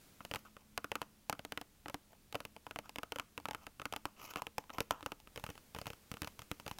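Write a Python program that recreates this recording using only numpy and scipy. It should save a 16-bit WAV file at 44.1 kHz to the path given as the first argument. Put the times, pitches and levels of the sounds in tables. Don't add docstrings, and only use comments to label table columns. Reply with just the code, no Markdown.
import sys
import numpy as np
from scipy import signal
from scipy.fft import rfft, irfft, next_fast_len
from scipy.io import wavfile

SR = 44100
rng = np.random.default_rng(int(sys.argv[2]) if len(sys.argv) > 2 else 0)


def master(y):
    cut = np.clip(np.atleast_2d(y).T, -1, 1)
    pcm = np.round(cut * 32767)
    wavfile.write(sys.argv[1], SR, pcm.astype(np.int16))


N = 299439


def from_db(db):
    return 10 ** (np.asarray(db) / 20)


def rms_one(x):
    return x / np.sqrt(np.mean(x ** 2) + 1e-20)


def curve(rows, column):
    return np.interp(np.arange(N) / SR, np.array(rows)[:, 0], np.array(rows)[:, column])


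def cut(x, hz, kind):
    return signal.sosfilt(signal.butter(2, hz, kind, fs=SR, output="sos"), x)


def coloured(x, spectrum):
    size = next_fast_len(N)
    hz, db = np.transpose(spectrum)
    log_hz = np.log(np.arange(size // 2 + 1) * SR / size + 1)
    gain = from_db(np.interp(log_hz, np.log(hz), db))
    return rms_one(irfft(rfft(x, size) * gain, size)[:N])


def ring(clicks, hz, t60):
    r = from_db(-60 / (t60 * SR))
    w = 2 * np.pi * hz / SR
    return signal.lfilter([np.sin(w)], [1, -2 * r * np.cos(w), r * r], clicks + 1e-18)


def train(times, db, share=1):
    clicks = np.zeros(N)
    places = np.minimum(np.round(times * SR).astype(int), N - 1)
    np.add.at(clicks, places, share * from_db(db))
    return clicks


RISE_S = 0.00024


def dying(clicks, t60):
    lag = np.exp(-1 / (RISE_S * SR))
    decay = from_db(-60 / (t60 * SR))
    return signal.lfilter([1 - lag], np.convolve([1, -lag], [1, -decay]), clicks + 1e-18)


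# (frequency [Hz], level per Hz [dB])
FLOOR_SPECTRUM = [(25, -14.5), (238, -16), (927, -26), (10400, -31)]
# (frequency [Hz], level [dB])
HUM_TONES = [(32, -77), (76, -78), (213, -75.5)]
# (time [s], thud lift of the middle swing [dB], hiss gain [dB], brushing re blow [dB])
SLOW_CHANGES = [(0, 2, -63, -22), (.6, -10.5, -68.5, -41.5), (5.25, -8.5, -68, -38), (5.36, 2, -65, -29.5),
                (6.79, 2.5, -65, -28.5)]
HUM_T60_S, HISS_FROM_HZ, RUMBLE_DB = 2.0, 300, -63.5


def floor():
    hum = sum(from_db(db) * rms_one(ring(rng.standard_normal(N), hz, HUM_T60_S))
              for hz, db in HUM_TONES)
    noise = coloured(rng.standard_normal(N), FLOOR_SPECTRUM)
    rumble = cut(noise, HISS_FROM_HZ, "low")
    hiss = noise - rumble
    return from_db(curve(SLOW_CHANGES, column=2)) * hiss + from_db(RUMBLE_DB) * rumble + hum


# (time [s], blow level [dB], pitch favoured by the spot struck [Hz],
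# hardness of the nail contact [dB])
NAIL_TAPS = [(0.206, -42.5, 1200, -42), (0.2503, -42.5, 760, -0.5), (0.3134, -36.5, 596, -8),
             (0.338, -38, 800, -3), (0.3475, -37, 1000, -5), (0.3588, -34.5, 1430, -5),
             (0.567, -49, 330, -8.5), (0.777, -31.5, 1440, -2), (0.844, -37, 1420, -6),
             (0.9175, -34.5, 580, -7.5), (0.955, -30.5, 1230, -6.5), (1.017, -29.5, 1080, -10.5),
             (1.0269, -49, 677, -7), (1.2971, -28, 914, -3), (1.3275, -33.5, 1270, -7),
             (1.393, -41.5, 570, -8.5), (1.45, -41.5, 730, 0), (1.522, -36.5, 704, -2.5),
             (1.5754, -34, 1580, -8.5), (1.6136, -39.5, 680, -4.5), (1.8592, -39, 1230, -22),
             (1.8832, -39.5, 820, -5.5), (1.8984, -40.5, 570, -6.5), (1.9436, -35.5, 340, -5),
             (2.131, -54, 790, -19), (2.3263, -45.5, 840, 1), (2.3459, -34, 686, -15),
             (2.354, -33.5, 560, -8), (2.404, -39.5, 1440, -6), (2.452, -42, 766, 0.5),
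             (2.5647, -45.5, 850, -11), (2.6667, -37, 925, -18), (2.7103, -40.5, 1400, -8.5),
             (2.76, -36.5, 665, -9), (2.7884, -37.5, 800, -5.5), (2.894, -44, 905, -2),
             (2.9591, -42, 715, -1.5), (2.985, -34.5, 846, -8.5), (3.0326, -37, 1240, -6.5),
             (3.1212, -33.5, 1390, -7), (3.1597, -38, 596, -7), (3.186, -35, 1125, -8),
             (3.1977, -35, 1260, -5.5), (3.3779, -39, 1570, -4.5), (3.4001, -48, 880, -8),
             (3.4556, -36, 1230, -6.5), (3.486, -36.5, 834, -7), (3.51, -34.5, 874, -7),
             (3.533, -46, 890, -8), (3.5478, -36, 1300, -6.5), (3.6675, -39, 774, -7.5),
             (3.7977, -41, 1250, -11.5), (3.8174, -40, 1270, -9), (3.8551, -33, 1440, -7),
             (3.9253, -39.5, 700, -1.5), (3.9372, -37, 1200, -8), (3.963, -33.5, 850, -5),
             (4.0547, -29, 1105, -10), (4.337, -43, 1070, -6.5), (4.3591, -32.5, 1260, -9.5),
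             (4.371, -41, 1190, -7), (4.4203, -30.5, 1010, -10.5), (4.4684, -42, 506, -3.5),
             (4.582, -27.5, 928, -9), (4.64, -50.5, 1030, -14), (4.696, -50, 1280, -11),
             (4.703, -43, 1240, -12.5), (4.784, -29, 1124, -14), (4.8051, -29.5, 498, -1.5),
             (4.9087, -21.5, 1057, -9.5), (5.008, -44.5, 980, -11), (5.028, -43.5, 323, -9),
             (5.0616, -28, 1112, -10.5), (5.1196, -36, 823, -9.5), (5.2013, -57, 915, 1),
             (5.2736, -49.5, 1230, -11.5), (5.36, -45.5, 500, 0.5), (5.376, -42, 463, -4.5),
             (5.3972, -48, 980, -3), (5.4396, -37, 870, -6.5), (5.465, -42.5, 1280, -4),
             (5.4897, -42.5, 486, -16), (5.502, -44, 338, -2.5), (5.554, -52.5, 846, -6.5),
             (5.5782, -47, 1110, -6), (5.7483, -39.5, 860, -6.5), (5.763, -40.5, 476, -17),
             (5.787, -37, 1080, -6.5), (5.815, -43, 496, -1.5), (5.8577, -44, 1150, -6),
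             (5.8685, -35.5, 1040, -7), (5.8761, -44.5, 470, -23), (5.9029, -42.5, 500, -5),
             (5.933, -47.5, 1170, -5.5), (6.1159, -39.5, 1260, -1), (6.14, -46, 444, 0.5),
             (6.1699, -48, 1310, -5.5), (6.219, -38, 260, 3), (6.232, -44, 503, -7), (6.246, -42, 1180, -2),
             (6.274, -36, 1066, -9), (6.3924, -38.5, 1100, -7), (6.419, -47, 1210, -1.5),
             (6.5148, -37.5, 244, 0), (6.599, -44, 1120, -5.5), (6.664, -41, 505, -6.5),
             (6.6791, -38.5, 907, -2.5), (6.713, -35.5, 990, -8.5), (6.786, -43, 920, -0.5)]
TICK_CUT_HZ, PUSH_DB = 130, 13.5


def ticks():
    times, blow_db, _, hardness_db = np.transpose(NAIL_TAPS)
    clicks = train(times, blow_db + hardness_db + PUSH_DB)
    push = signal.lfilter([1, .6, -.3], [1], clicks)
    return cut(push, TICK_CUT_HZ, "high")


SPOT_OCTAVES = .2
CENTRE_HZ, CENTRE_PURITY_DB = 1010, -10


def purity_db(spot_hz):
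    octaves_away = np.log2(spot_hz / CENTRE_HZ)
    return CENTRE_PURITY_DB * np.exp(-(octaves_away / SPOT_OCTAVES) ** 2)


# (frequency [Hz], 60 dB decay time [s])
PANEL_MODES = [(290, 0.073), (470, 0.051), (560, 0.036), (700, 0.021), (860, 0.025), (1000, 0.016),
               (1150, 0.0068), (1290, 0.026), (1450, 0.021)]


def spot_share(spot_hz):
    octaves_away = np.log2(np.array(PANEL_MODES)[:, 0] / np.asarray(spot_hz)[..., None])
    return np.exp(-(octaves_away / SPOT_OCTAVES) ** 2)


# (frequency [Hz], level [dB], 60 dB decay time [s])
EDGE_MODES = [(2200, -13.5, 0.018), (2666, 6, 0.0053), (3003, -8, 0.018)]
RING_DB, FAR_MODES_DB = 1.5, -12
SCATTER_DB = 3
EDGES_FOLLOW_NAIL = 0.3
RIM_HZ, RIM_DB = 587, 3
SKIRT = 0.59


def box():
    times, blow_db, spot_hz, hardness_db = np.transpose(NAIL_TAPS)
    panel_count = len(PANEL_MODES)
    scatter = SCATTER_DB * rng.standard_normal((len(times), panel_count + len(EDGE_MODES)))
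    side = rng.choice([-1, 1], scatter.shape)
    far = from_db(FAR_MODES_DB + purity_db(spot_hz)[:, None] + scatter[:, :panel_count])
    share = spot_share(spot_hz) + side[:, :panel_count] * far
    share /= np.linalg.norm(share, axis=1, keepdims=True)
    out = np.zeros(N)
    for k, (hz, t60) in enumerate(PANEL_MODES):
        panel = ring(train(times, blow_db + RING_DB, share[:, k]), hz, t60)
        out += cut(panel, SKIRT * hz, "high")
    rim_db = RIM_DB * np.exp(-(np.log2(spot_hz / RIM_HZ) / SPOT_OCTAVES) ** 2)
    for k, (hz, db, t60) in enumerate(EDGE_MODES):
        edge_db = blow_db + EDGES_FOLLOW_NAIL * hardness_db + db + purity_db(spot_hz)
        edge_db = edge_db + scatter[:, -1 - k] + rim_db
        out += ring(train(times, edge_db), hz, t60)
    return out


# (frequency [Hz], level per Hz [dB])
CARD_SPECTRUM = [(500, -5.5), (1150, -2), (2800, -5), (3800, -9.5), (6000, -20), (8600, -30),
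                 (11500, -30.5), (15000, -45)]
RUSTLE_DB, BODY_T60_S = 2, 0.031
FIBRES_DB, FIBRES_T60_S = 16, 0.01


def rustle():
    times, blow_db, spot_hz, hardness_db = np.transpose(NAIL_TAPS)
    card = coloured(rng.standard_normal(N), CARD_SPECTRUM)
    body_shape = dying(train(times, blow_db + RUSTLE_DB + purity_db(spot_hz)), BODY_T60_S)
    body = body_shape * cut(card, 1360, "low")
    fibre_shape = dying(train(times, blow_db + hardness_db + FIBRES_DB), FIBRES_T60_S)
    fibres = fibre_shape * cut(card, 5170, "high")
    return cut(body, TICK_CUT_HZ, "high") + fibres


# (frequency [Hz], level [dB], 60 dB decay time [s])
ROCKING_MODES = [(78, -16, 0.015), (115.7, -8.5, 0.03), (181, -3.5, 0.017)]
THUD_DB_PER_OCTAVE = -3.5


def thuds():
    times, blow_db, spot_hz = np.transpose(NAIL_TAPS)[:3]
    push_db = blow_db + purity_db(spot_hz) / 2
    push_db = push_db + THUD_DB_PER_OCTAVE * np.log2(spot_hz / CENTRE_HZ)
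    scatter = SCATTER_DB * rng.standard_normal((len(times), len(ROCKING_MODES)))
    lift_db = np.interp(times, *np.transpose(SLOW_CHANGES)[:2])
    middle_hz = ROCKING_MODES[1][0]
    swings = np.zeros(N)
    for k, (hz, db, t60) in enumerate(ROCKING_MODES):
        swing_db = push_db + db + lift_db * middle_hz / hz + scatter[:, k]
        swings += ring(train(times, swing_db), hz, t60)
    return cut(swings, 40, "high")


SKIPS_PER_S, SKIP_DB = 400, 17


def chatter():
    times, blow_db = np.transpose(NAIL_TAPS)[:2]
    sizes = from_db(SCATTER_DB * rng.standard_normal(N))
    skips = (rng.random(N) < SKIPS_PER_S / SR) * sizes
    level = from_db(curve(SLOW_CHANGES, column=3) + SKIP_DB)
    skips = skips * level * dying(train(times, blow_db), BODY_T60_S)
    edges = sum(ring(skips, hz, t60) * from_db(db) for hz, db, t60 in EDGE_MODES)
    return cut(skips, TICK_CUT_HZ, "high") * from_db(PUSH_DB) + edges


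def flicker():
    return rms_one(cut(rng.standard_normal(N), 75, "low"))


STUTTER_DB = 3.5


def stutter(shared):
    return from_db(STUTTER_DB * rms_one(shared + flicker()))


# (start [s], length [s], peak level [dB], treble re peak [dB],
# pitch of the spot [Hz], share of the length at which it is loudest [0-1])
NAIL_DRAGS = [(0.45, 0.036, -57.5, -3, 1340, 0), (0.574, 0.062, -71.5, -1, 960, 0.6),
              (2.09, 0.083, -71, -2.5, 795, 0.4), (2.836, 0.056, -62, -3.5, 1310, 0.35),
              (3.576, 0.093, -68, -0.5, 1170, 0.63), (4.165, 0.135, -59, 4.5, 1250, 0.68),
              (4.276, 0.058, -56.5, 1.5, 1430, 0.6), (4.333, 0.073, -54, -3, 1110, 0.85),
              (4.729, 0.094, -59.5, -0.5, 1030, 0), (4.918, 0.095, -54.5, -11, 1140, 0)]
# (frequency [Hz], level [dB])
BRIGHT_BANDS = [(6200, -1.5), (12000, -2)]
SLIPS_PER_S, SLIP_SPREAD_DB = 4000, 3.5
SCRAPE_CYCLES = 3.5
STROKE_FADE_DB = 15
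HISS_FOLLOWS_TREBLE = 1
BRUSH_T60_S = 0.18
LINGER_DB = -33.5


def drags():
    sizes = from_db(SLIP_SPREAD_DB * np.minimum(rng.exponential(1, N), 4)) * rng.choice([-1, 1], N)
    slips = (rng.random(N) < SLIPS_PER_S / SR) * sizes
    shared = flicker()
    rasp = rms_one(sum(from_db(db) * stutter(shared) * ring(slips, hz, t60)
                       for hz, db, t60 in EDGE_MODES))
    panels = np.array([stutter(shared) * rms_one(ring(slips, hz, t60)) for hz, t60 in PANEL_MODES])
    hiss = np.zeros(N)
    for hz, db in BRIGHT_BANDS:
        t60 = SCRAPE_CYCLES / hz
        band = rms_one(ring(ring(slips, hz, t60), hz, t60))
        hiss += from_db(db) * stutter(shared) * band

    times, blow_db, struck_hz = np.transpose(NAIL_TAPS)[:3]
    brush = from_db(curve(SLOW_CHANGES, column=3)) * dying(train(times, blow_db), BRUSH_T60_S)
    out = brush * (rasp + hiss)
    for share, panel in zip(spot_share(struck_hz).T, panels):
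        out += dying(train(times, blow_db + LINGER_DB, share), BRUSH_T60_S) * panel

    t = np.arange(N) / SR
    for start, length, db, treble_db, spot_hz, peak in NAIL_DRAGS:
        through = (t - start) / length
        fade_db = -STROKE_FADE_DB * np.interp(through, [0, np.clip(peak, .02, .9), 1], [1, 0, 1])
        share = spot_share(spot_hz)
        hollow = share @ panels / np.linalg.norm(share)
        top = from_db(fade_db + HISS_FOLLOWS_TREBLE * treble_db) * hiss
        bright = from_db(treble_db) * (rasp + top)
        touching = (through > 0) * (through < 1)
        out += from_db(db + fade_db) * touching * (hollow + bright)
    return out


ROOM_T60_S, ROOM_DB, ROOM_CUT_HZ = 0.34, -31.5, 2900


def room(x):
    t = np.arange(SR // 2) / SR
    echoes = rng.standard_normal(len(t)) * from_db(-60 * t / ROOM_T60_S) * (t > .006)
    echoes = cut(echoes, ROOM_CUT_HZ, "low")
    return signal.fftconvolve(x, echoes / np.linalg.norm(echoes))[:N]


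def scene():
    close = box() + rustle() + ticks() + chatter() + drags()
    return (close + thuds() + from_db(ROOM_DB) * room(close) + floor())[None]


def record(dry):
    return signal.sosfilt(signal.cheby2(12, 60, 16800, fs=SR, output="sos"), dry)


dry = scene()
out = record(dry)
master(out)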